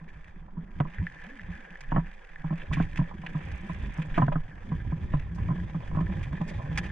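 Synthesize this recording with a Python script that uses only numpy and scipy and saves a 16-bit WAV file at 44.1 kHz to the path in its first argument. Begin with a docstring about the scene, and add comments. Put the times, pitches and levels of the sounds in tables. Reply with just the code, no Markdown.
"""On coarse asphalt, a longboarder sets the board down, runs it along under one hand, steps on and gathers
speed. Dense random impacts through damped resonances make the hiss, crunch, ticks and roar of the wheels on the
grit. The camera hangs on a pole in front of the helmet: jolts excite decaying modes of joint and pole, and the
wooden deck knocks. Shoes and gloves scuff in bursts of grit, and low-frequency noise makes the airflow buffet
the two ports."""
import sys
import numpy as np
from scipy import signal
from scipy.fft import rfft, irfft, next_fast_len
from scipy.io import wavfile
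from scipy.ndimage import map_coordinates

SR = 44100
rng = np.random.default_rng(int(sys.argv[2]) if len(sys.argv) > 2 else 0)


def wav_record(signal):
    """Record a signal, one row per channel, as 16-bit PCM in the file named by sys.argv[1]."""
    frames = np.transpose(np.atleast_2d(signal))
    bounded = np.clip(frames, -1, 1)
    # unit amplitude maps onto the largest positive 16-bit level
    quanta = np.round(bounded * 32767).astype(np.int16)
    wavfile.write(sys.argv[1], SR, quanta)


N = 304731
TIME = np.arange(N) / SR
PADDED = next_fast_len(N + 2000, True)
HZ = np.maximum(np.arange(PADDED // 2 + 1) * SR / PADDED, 1)

# speed of the rider: (time [s], speed [m/s])
SPEED = [(0, 2.4), (0.8, 2.57), (2.25, 1.67), (2.8, 2.95), (4.5, 2.05), (5.5, 2.71), (6.9, 3.23)]
# relative level of the wheels' hiss on the asphalt: (time [s], level [dB])
HISS_LEVEL = [(0, -59.5), (0.3, -57), (0.55, -68), (0.75, -57), (1.1, -49), (1.9, -50), (2.2, -52.5),
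              (2.85, -49.5), (3.15, -54.5), (3.5, -53), (4.1, -52), (4.45, -55.5), (5.3, -54.5), (6.9, -48)]
# resonances of wheels, deck and camera shell: (frequency [Hz], width [Hz], level [dB])
BODY_MODES = [(536, 89, 13), (799, 48, 11.5), (983, 27, 8.5), (860, 1270, 4), (1706, 206, 13.5),
              (1990, 58, -1), (2276, 160, 1), (3067, 110, -1.5), (3390, 370, 5)]
# resonances of the microphone ports in the treble: (frequency [Hz], width [Hz], level [dB])
PORT_MODES = [(4700, 910, 6), (5960, 620, -1), (7700, 2000, -5.5), (9400, 1400, -9.5)]
# buffeting spectrum: (frequency [Hz], level [dB])
BUFFET_SPECTRUM = [(20, -24), (40, -4.5), (58, -1.5), (100, -5), (200, -19), (400, -34), (1800, -83.5)]
# gusts on the ports: (time of peak [s], width [s], level [dB])
GUSTS = [(1.006, 0.052, -36), (1.49, 0.14, -36.5), (1.939, 0.038, -28.5), (2.768, 0.14, -36.5),
         (3.757, 0.5, -36), (4.864, 0.59, -37.5), (5.494, 0.94, -35.5), (6.029, 0.22, -35.5)]
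# stones flicked by the wheels: (time [s], relative level [dB])
TICKS = [(0.984, -31), (1.068, -24.5), (1.395, -32.5), (1.756, -36), (2.359, -34), (6.068, -34.5)]
# what a flicked stone rings: (frequency [Hz], width [Hz], level [dB])
TICK_MODES = [(1760, 100, 7), (1970, 55, -1)]
# strongest jolts of the mount: (time [s], relative rattle of the joint [dB], relative thump of the pole [dB])
JOLTS = [(0.01, -51, -37), (0.482, -49, -52.5), (0.568, -47, -27), (0.802, -23, -13.5), (0.852, -36, -33),
         (1.015, -46, -24.5), (1.484, -52, -31), (1.919, -24.5, -21), (1.945, -34, -20.5),
         (1.962, -20.5, -15.5), (1.978, -27.5, -13.5), (2.442, -36, -22.5), (2.506, -35.5, -20.5),
         (2.525, -35.5, -22), (2.712, -32.5, -25), (2.77, -34, -17.5), (2.801, -30.5, -14.5),
         (2.989, -31.5, -13.5), (3.012, -34, -21.5), (3.111, -37, -64), (3.235, -38, -31.5),
         (3.348, -38.5, -20), (3.695, -33, -25.5), (3.984, -39, -20.5), (4.177, -19, -19.5),
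         (4.194, -29, -13.5), (4.219, -17.5, -14), (4.228, -27.5, -12.5), (4.28, -30, -16.5),
         (4.319, -27.5, -33.5), (4.356, -29.5, -17), (4.717, -33.5, -20), (4.921, -37.5, -21),
         (5.137, -27, -16), (5.381, -41, -29.5), (5.487, -33.5, -23), (5.504, -32, -18),
         (5.745, -38.5, -21.5), (5.949, -37, -23), (5.97, -30, -18.5), (5.988, -30, -19),
         (6.008, -35, -18.5), (6.329, -38, -23.5), (6.411, -32, -20), (6.704, -57.5, -23.5)]
# the loose joint's modes before each blow shifts them: (frequency [Hz], width [Hz], level [dB])
JOINT_MODES = [(620, 190, 1), (814, 72, -3.5), (988.6, 38, 7.5), (1056, 61, 2), (1233, 54, -3.5),
               (1700, 190, -9), (2960, 370, -12.5)]
# the pole's bending modes: (frequency [Hz], width [Hz], level [dB])
POLE_MODES = [(164.1, 15, 8), (298.4, 53, -7.5)]
# shoes, gloves and grit scraping: (time [s], length [s], relative rasp [dB], relative fine crackle [dB])
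SCUFFS = [(0.801, 0.0026, -39.5, -63.5), (1.806, 0.0018, -40, -51), (2.597, 0.03, -47, -76),
          (2.724, 0.018, -34.5, -51.5), (2.75, 0.088, -46, -70), (2.823, 0.0016, -51.5, -62),
          (2.958, 0.024, -41.5, -58.5), (3.263, 0.0063, -36.5, -65), (3.515, 0.0023, -44, -59),
          (4.018, 0.0092, -41.5, -63.5), (4.141, 0.041, -44, -67), (4.178, 0.0019, -40, -57),
          (4.323, 0.0038, -41, -66.5), (5.346, 0.015, -66, -65), (6.227, 0.014, -46, -62),
          (6.476, 0.027, -50.5, -58), (6.774, 0.013, -29.5, -42.5), (6.831, 0.039, -48.5, -65)]
# wooden knocks of the board's deck: (time [s], level [dB])
KNOCKS = [(0.804, -18.5), (1.921, -24), (2.799, -21), (4.178, -15.5), (4.184, -16.5), (4.281, -18),
          (4.357, -23)]
# the deck's modes before each blow shifts them: (frequency [Hz], width [Hz], level [dB])
DECK_MODES = [(260.4, 57, 2), (428, 23, -11), (705, 83, -5.5), (1530, 170, -9)]
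# the two ports: (frequency [Hz], left minus right [dB], left leads by [rad])
PORTS = [(50, -2.5, 0), (160, -1.2, 0), (340, -2, .1), (570, 4, -1.6), (780, -2, -1.5), (1220, -5, -1.3),
         (1600, 3, .5), (2000, -2, .5), (2500, -9, -.1), (3300, 1, .4), (4800, -1, 1.9)]

CRUISE_M_S = 3.0
STEP_ON_S, SETTLE_S, HAND_LOAD = 2.67, 0.67, 0.6  # the weight moves from one hand to both feet
# how the asphalt changes the hiss from patch to patch, its resonances, and from stone to stone
PATCHY_DB, COLOUR_DB, SURGE_DB = 1.3, 3.2, 1.6
WAVER, WAVER_PER_S = .025, 12  # the wheels' resonances shift as they are squeezed
HUM_WAVER = .17  # the pole's pitch shifts as the rider's head and grip move
PEBBLES_PER_S, PEBBLE_SCATTER_DB = 40, 1.4
PATTER_PER_S, PATTER_DB = 28, -10  # small stones, and their level against the hiss
GUST_DB = 3.2  # flutter of the airflow
JOINT_DETUNE, JOINT_SPREAD_DB = .03, 2.5  # how much the modes differ from blow to blow
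REBOUNDS = 3  # small after-strikes of the joint
CHOKE_S = .0025  # how fast a new contact stops the pole's hum
SCUFF_SCATTER_DB = 3.2
SHUFFLE_S, SHUFFLE_LENGTH_S = 3.713, 0.9  # the shoes twist into place on the deck
SHUFFLE_SLIPS_PER_S, SHUFFLE_SCATTER_DB, SHUFFLE_SWELL_DB = 55, 1.1, 2
TOP_HZ = 14100


def undb(db):
    """Logarithmic level: decibels to amplitude gain."""
    return 10 ** (np.asarray(db) / 20)


def curve(table):
    """Linear interpolation: the columns of a timed table at every sample."""
    s, *columns = np.transpose(table)
    return [np.interp(TIME, s, column) for column in columns]


def across(table):
    """Interpolation over log frequency: the columns of a frequency table at every bin."""
    hz, *columns = np.transpose(table)
    return [np.interp(np.log(HZ), np.log(hz), column) for column in columns]


def through(x, response):
    """Linear filtering: multiply the spectrum by a frequency response."""
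    return irfft(rfft(x, PADDED) * response, PADDED)[..., :N]


def unit(x):
    """Normalization to rms 1."""
    return x / np.sqrt(np.mean(x ** 2))


def modes(table):
    """Modal superposition: the summed response of damped resonances."""
    return sum(undb(db) / (1 + 1j * (HZ ** 2 - hz ** 2) / (HZ * width)) for hz, width, db in table)


def edge(hz, kind, order):
    """Butterworth slope: the response of a low-pass or high-pass filter."""
    return signal.freqs(*signal.butter(order, 1, kind, analog=True), HZ / hz)[1]


def filtered(x, order, hz, kind="low"):
    """Causal Butterworth filtering in the time domain."""
    return signal.sosfilt(signal.butter(order, hz, kind, fs=SR, output="sos"), x)


def ring(response, size=8192):
    """Impulse response: one tap on a set of resonances, peak 1."""
    tap = irfft(response, PADDED)[:size]
    return tap / np.abs(tap).max()


def struck(table, t):
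    """Free decay: damped modes ringing after one blow, those of greater width starting stronger."""
    return sum(undb(db) * width * np.exp(-np.pi * width * t) * np.sin(2 * np.pi * hz * t)
               for hz, width, db in table)


def reseated(table):
    """Changing contact conditions: every blow shifts the pitch and strength of the modes."""
    chance = np.tanh(rng.standard_normal((len(table), 2)))
    return [(hz * (1 + JOINT_DETUNE * shift), width, db + JOINT_SPREAD_DB * gain)
            for (hz, width, db), (shift, gain) in zip(table, chance)]


def walk(rate):
    """Slow random modulation: changes about rate times a second, rms 1."""
    steps = rng.standard_normal(1024)
    return unit(np.interp(TIME * rate, np.arange(len(steps)), steps))


def waver(x, share, rate):
    """Variable delay: all the resonances of a sound drift up and down together."""
    place = np.arange(N) + np.cumsum(share * walk(rate))
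    return np.array([map_coordinates(side, [place], order=1, mode="mirror") for side in np.atleast_2d(x)])


def grit(rate, spread_db):
    """Random impact process: tiny hits, rate a second, a few much harder than the rest."""
    hit = rng.random(N) < rate / SR
    size = undb(spread_db * np.minimum(rng.exponential(size=N), 5))
    return unit(hit * size * rng.choice([-1, 1], N))


def spread(rate, spread_db, apart):
    """Partial correlation: grit at both ports has a shared part and an opposed part."""
    return unit(grit(rate, spread_db) + apart * grit(rate, spread_db) * np.array([[1], [-1]]))


def slips(rate, scatter_db, drag_s):
    """Short drags: random impacts smoothed by a pulse that rises and decays."""
    t = TIME[:SR // 10]
    pulse = t * np.exp(-2 * t / drag_s)
    return unit(signal.fftconvolve(np.abs(grit(rate, scatter_db)), pulse)[:N])


def rasp(x):
    """Forced resonance: grit heard through the ringing wheels, deck and shell."""
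    return unit(through(x, modes(BODY_MODES) * edge(2953, "low", order=8) * edge(330, "high", order=2)))


def crackle(x):
    """Port resonance: the finest part of the grit rings in the treble."""
    return unit(through(x, modes(PORT_MODES) * edge(5600, "high", order=3) * edge(7220, "low", order=5)))


def add(out, s, sound):
    """Superposition: mix a sound in at a time."""
    start = max(int(s * SR), 0)
    out[start:start + len(sound)] += sound[:N - start]


def pace_db():
    """Speed ratio: speed against cruising speed, in decibels."""
    speed, = curve(SPEED)
    return 20 * np.log10(np.maximum(speed, .1) / CRUISE_M_S)


def load():
    """Load transfer: the share of the rider's weight that rests on the deck."""
    return np.interp(TIME, [STEP_ON_S, STEP_ON_S + SETTLE_S], [HAND_LOAD, 1])


def stir(blows, length_s):
    """Short-time energy: how strongly the jolts move the camera, smoothed over a length of time."""
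    t = np.arange(-SR // 4, SR // 4) / SR
    window = np.exp(-(2 * t / length_s) ** 2)
    return np.sqrt(np.abs(signal.fftconvolve(blows ** 2, window / window.sum(), "same")))


def joint():
    """Modal response of the loose plastic joint."""
    return modes(JOINT_MODES) * edge(140, "high", order=2) * edge(4700, "low", order=8)


def pole():
    """Bending response of the camera pole."""
    return modes(POLE_MODES) * edge(107, "high", order=3)


def wheels(hiss_db=-1.04, grit_db=-22, weight_db=8.5, grit_follow=.8, grit_power=0.44, widen_db=10,
           brighten=1.0):
    """Rolling excitation: urethane crosses stones and rings in patches; speed and weight add fine grit."""
    hiss, = curve(HISS_LEVEL)
    fine = hiss.mean() + grit_follow * (hiss - hiss.mean())
    fine = fine + grit_power * pace_db() + weight_db * (load() - 1)
    patches = PATCHY_DB * walk(30) + SURGE_DB * load() * walk(110)
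    stones = rfft(spread(3200, 2.52, 0.37), PADDED)
    stones = stones * edge(3185, "low", order=8) * edge(160, "high", order=2)
    body = 0
    for hz, width, db in BODY_MODES:
        response = modes([(hz, width, db)]) * np.abs(modes([(hz, 3.8 * width, 0)]))
        band = irfft(stones * response, PADDED)[:, :N]
        octaves = np.log2(hz / 1750)
        # lightly loaded wheels sound mostly at their own resonance; weight wakes the others
        reach = widen_db * (load() - 1) * abs(octaves)
        # faster wheels strike the stones more briefly and sound brighter
        tilt = brighten * pace_db() * max(octaves, 0)
        body = body + band * undb(reach + tilt + COLOUR_DB * walk(35))
    rolling = undb(hiss + hiss_db + patches) * waver(unit(body), WAVER, WAVER_PER_S)
    fine_grit = undb(fine + grit_db + patches) * crackle(spread(2000, 1.2, 0.7))
    return rolling + fine_grit


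def pebbles(rasp_db=-8, crackle_db=-27, drag_s=0.0045):
    """Clustered impacts: coarser stones crunch under the wheels in small uneven clusters."""
    hiss, = curve(HISS_LEVEL)
    drags = slips(PEBBLES_PER_S, PEBBLE_SCATTER_DB, drag_s)
    grains = spread(6000, 1.5, 0.3)
    coarse = unit(through(rasp(grains), edge(1500, "high", order=2)))
    return drags * undb(hiss) * (undb(rasp_db) * coarse + undb(crackle_db) * crackle(grains))


def roar(roar_db=-63.0, speed_power=0.4, roar_hz=800, width_hz=800):
    """Broad resonance: the smooth roar of the road under the deck grows with speed."""
    response = modes([(roar_hz, width_hz, 0)]) * edge(1600, "low", order=4)
    sound = unit(through(spread(4800, 1.0, 0.63), response))
    return sound * undb(roar_db + speed_power * pace_db() + 0.5 * walk(36))


def rumble(shake_db=-40.5, speed_power=2.22, uneven_db=3.5, loose_db=-16):
    """Transmitted vibration: the road, through the rider, keeps the pole humming and the joint tapping."""
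    strength = undb(shake_db + speed_power * pace_db() + uneven_db * walk(25))
    hum = unit(through(grit(200, 1.2), pole() * edge(262, "low", order=3)))
    hum = waver(hum, HUM_WAVER, WAVER_PER_S)
    taps = unit(through(grit(50, 0.64), joint() * edge(1000, "low", order=5)))
    return strength * load() ** 2 * (hum + undb(loose_db) * load() * taps)


def gusts():
    """Gaussian envelope: each gust swells and dies away evenly."""
    return sum(undb(db) * np.exp(-(2 * (TIME - s) / length) ** 2) for s, length, db in GUSTS)


def wind(blows, wind_db=-38, speed_power=6.2, swing_db=-19, sway_db=-48, lurch_db=-9, swing_s=0.17,
         apart=0.29, full_db=-36, deep_hz=42):
    """Turbulent pressure: eddies bump both ports, harder with speed and jolts; sway adds slow swings."""
    swing = stir(blows, swing_s)
    flow = np.hypot(undb(wind_db + speed_power * pace_db()) + gusts(), undb(swing_db) * swing)
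    flow = flow * undb(GUST_DB * walk(22))
    sway = np.hypot(undb(sway_db), undb(lurch_db) * swing)
    colour, = across(BUFFET_SPECTRUM)
    eddies = grit(200, 0.95) + apart * rng.standard_normal((2, N))
    eddies = unit(through(eddies, undb(colour)))
    # slack air makes only slow, deep eddies; a strong flow breaks into quicker ones
    quick = np.minimum(flow / undb(full_db), 1)
    deep = through(eddies, np.abs(edge(deep_hz, "low", order=3)))
    buffet = flow * (quick * eddies + (1 - quick) * deep)
    air = rng.standard_normal(N) + 0.12 * rng.standard_normal((2, N))
    swings = unit(through(air, edge(8.1, "high", order=2) * edge(26.8, "low", order=4)))
    return buffet + swings * sway * undb(2 * walk(14))


def ticks(tick_db=1, contact_s=0.00063):
    """Impulsive excitation: loose stones snap from under the wheels; small ones patter in the hiss."""
    hiss, = curve(HISS_LEVEL)
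    out = np.zeros(N)
    tap = ring(modes(TICK_MODES) * edge(1000, "high", order=4) * edge(4900, "low", order=2))
    tap = tap * (1 - np.exp(-TIME[:len(tap)] / contact_s))
    for s, db in TICKS:
        add(out, s, undb(db + tick_db) * tap / np.abs(tap).max())
    patter = unit(signal.fftconvolve(grit(PATTER_PER_S, 1), tap)[:N])
    return out + undb(hiss + PATTER_DB) * patter


def mount(push_s=0.0096, soften=0.38, early_s=0.0028, chatter_s=0.0022, chatter=0.33, rattle_db=-1.5,
          thump_db=-1, detune=0.077, soft_hz=1300, harden=0.15, rebound_s=.009, rebound_db=-9, sag=.08,
          drag_per_s=30):
    """Impact and free vibration: jolts make the joint clack and rebound; the pole hums until the next."""
    bend = ring(pole())
    t = TIME[:len(bend)]
    gaps = np.diff([row[0] for row in JOLTS], append=N / SR)
    usual = np.median([row[1] for row in JOLTS])
    hardest = max(row[2] for row in JOLTS)
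    chances = rng.standard_normal((len(JOLTS), len(t)))
    out = np.zeros(N)
    for (s, rattle, thump), gap, chance in zip(JOLTS, gaps, chances):
        # one firm contact, followed by a few milliseconds of small rebounds
        contact = (t == 0) + chatter * chance * t / chatter_s * np.exp(-t / chatter_s)
        tap = filtered(struck(reseated(JOINT_MODES), t), 4, [620, 3300], "band")
        # a harder blow makes a shorter contact and a brighter clack
        bright_hz = np.clip(soft_hz * undb(harden * (rattle - usual)), 1150, 2200)
        clack = filtered(signal.fftconvolve(contact, tap)[:len(t)], 3, bright_hz)
        clack /= np.sqrt(2 * np.mean(clack[:SR // 160] ** 2))
        # after a hard blow the joint slips, and its friction cuts every ring short
        swing = undb(thump - hardest)
        friction = np.exp(-drag_per_s * swing * t)
        add(out, s, undb(rattle + rattle_db) * clack * friction)
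        # the joint strikes again at uneven intervals, weaker each time
        lags = rebound_s * np.cumsum(1 + 0.394 * np.tanh(chance[1:1 + REBOUNDS]))
        for k, lag in enumerate(lags, 1):
            add(out, s + lag, undb(rattle + rattle_db + k * rebound_db) * clack * friction)
        # a softer blow bends the pole more slowly
        rise_s = push_s * undb(soften * (usual - rattle))
        hum = bend * friction * (1 - np.exp(-(t / rise_s) ** 2))
        # the slack joint makes wide swings lower in pitch, and no two alike
        pitch = 1 - sag * swing + detune * np.tanh(chance[0])
        thud = np.interp(t * pitch, t, hum / np.abs(hum).max())
        held = np.exp(-np.maximum(t - gap - early_s, 0) / CHOKE_S)
        add(out, s - early_s, undb(thump + thump_db) * held * thud)
    return out


def flex(blows, flex_db=-17, lag_s=0.11):
    """Heavily damped bending: around each jolt pole and helmet flex in a dull thud that swells and fades."""
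    loose = modes([(hz, 2 * width, db) for hz, width, db in POLE_MODES])
    loose = loose * edge(260, "low", order=4) * edge(65, "high", order=2)
    thud = unit(through(rng.standard_normal(N), loose))
    return undb(flex_db) * stir(blows, lag_s) * waver(thud, HUM_WAVER, WAVER_PER_S)


def clatter(blows, clatter_db=-27, lag_s=0.027, rate=260):
    """Repeated contact: while the pole swings hard, the loose joint taps on in a ragged run."""
    loose = modes([(hz, 2.3 * width, db) for hz, width, db in JOINT_MODES])
    loose = loose * edge(300, "high", order=2) * edge(1900, "low", order=5)
    taps = through(spread(rate, 0.76, .25), loose)
    return undb(clatter_db) * stir(blows, lag_s) * unit(taps)


def scuffs(rasp_db=1, crackle_db=0, release_s=0.0053):
    """Sliding friction: each short slide is a dense, jerky burst of grit."""
    coarse, fine = np.zeros(N), np.zeros(N)
    t = TIME[:SR // 5]
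    for s, length, rasp_level, crackle_level in SCUFFS:
        slide = np.minimum(t / 0.0021, 1) * np.exp(-np.maximum(t - length, 0) / release_s)
        add(coarse, s, undb(rasp_level + rasp_db) * slide)
        add(fine, s, undb(crackle_level + crackle_db) * slide)
    thin = edge(820, "high", order=2) * edge(3000, "high", order=1)
    scrape = unit(through(rasp(spread(5800, SCUFF_SCATTER_DB, 0.16)), thin))
    jerks = unit(undb(SCUFF_SCATTER_DB * walk(260)))
    return jerks * (coarse * scrape + fine * crackle(spread(9100, 0.82, 0.61)))


def knocks(knock_db=0, contact_s=0.0017, soft_hz=1900):
    """Deck vibration: the heaviest blows knock the wooden deck, short, hollow and dry."""
    t = TIME[:SR // 10]
    out = np.zeros(N)
    for s, db in KNOCKS:
        deck = struck(reseated(DECK_MODES), t) * (1 - np.exp(-t / contact_s))
        knock = filtered(deck, 4, soft_hz)
        add(out, s, undb(db + knock_db) * knock / np.abs(knock).max())
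    return out


def shuffle(rasp_db=-53, crackle_db=-73, slip_s=0.0024, steady=0.15):
    """Stick-slip friction: soles slide over grip tape in a soft, uneven scrape with fine crackles."""
    slipping = slips(SHUFFLE_SLIPS_PER_S, SHUFFLE_SCATTER_DB, slip_s)
    turning = np.exp(-(2 * (TIME - SHUFFLE_S) / SHUFFLE_LENGTH_S) ** 4)
    grains = spread(5500, 2.3, 0.71)
    coarse = unit(through(rasp(grains), edge(1400, "high", order=2)))
    coarse = coarse * undb(SHUFFLE_SWELL_DB * walk(70))
    fine = unit(through(crackle(grains), edge(7500, "high", order=2))) * unit(slipping + steady)
    return turning * (undb(rasp_db) * coarse + undb(crackle_db) * fine)


def scene():
    """Superposition of everything that reaches the camera."""
    blows = mount()
    rolling = wheels() + pebbles() + roar() + rumble() + ticks()
    jolting = blows + flex(blows) + clatter(blows) + knocks()
    return rolling + wind(blows) + jolting + scuffs() + shuffle()


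def record(dry):
    """Interchannel difference: the ports differ in level and phase; the recorder cuts the top."""
    balance, lead = across(PORTS)
    half = undb(balance / 2) * np.exp(.5j * lead)
    heard = through(dry, np.array([half, 1 / half]))
    return signal.sosfilt(signal.ellip(8, .2, 80, TOP_HZ, fs=SR, output="sos"), heard)


dry = scene()
out = record(dry)
wav_record(out)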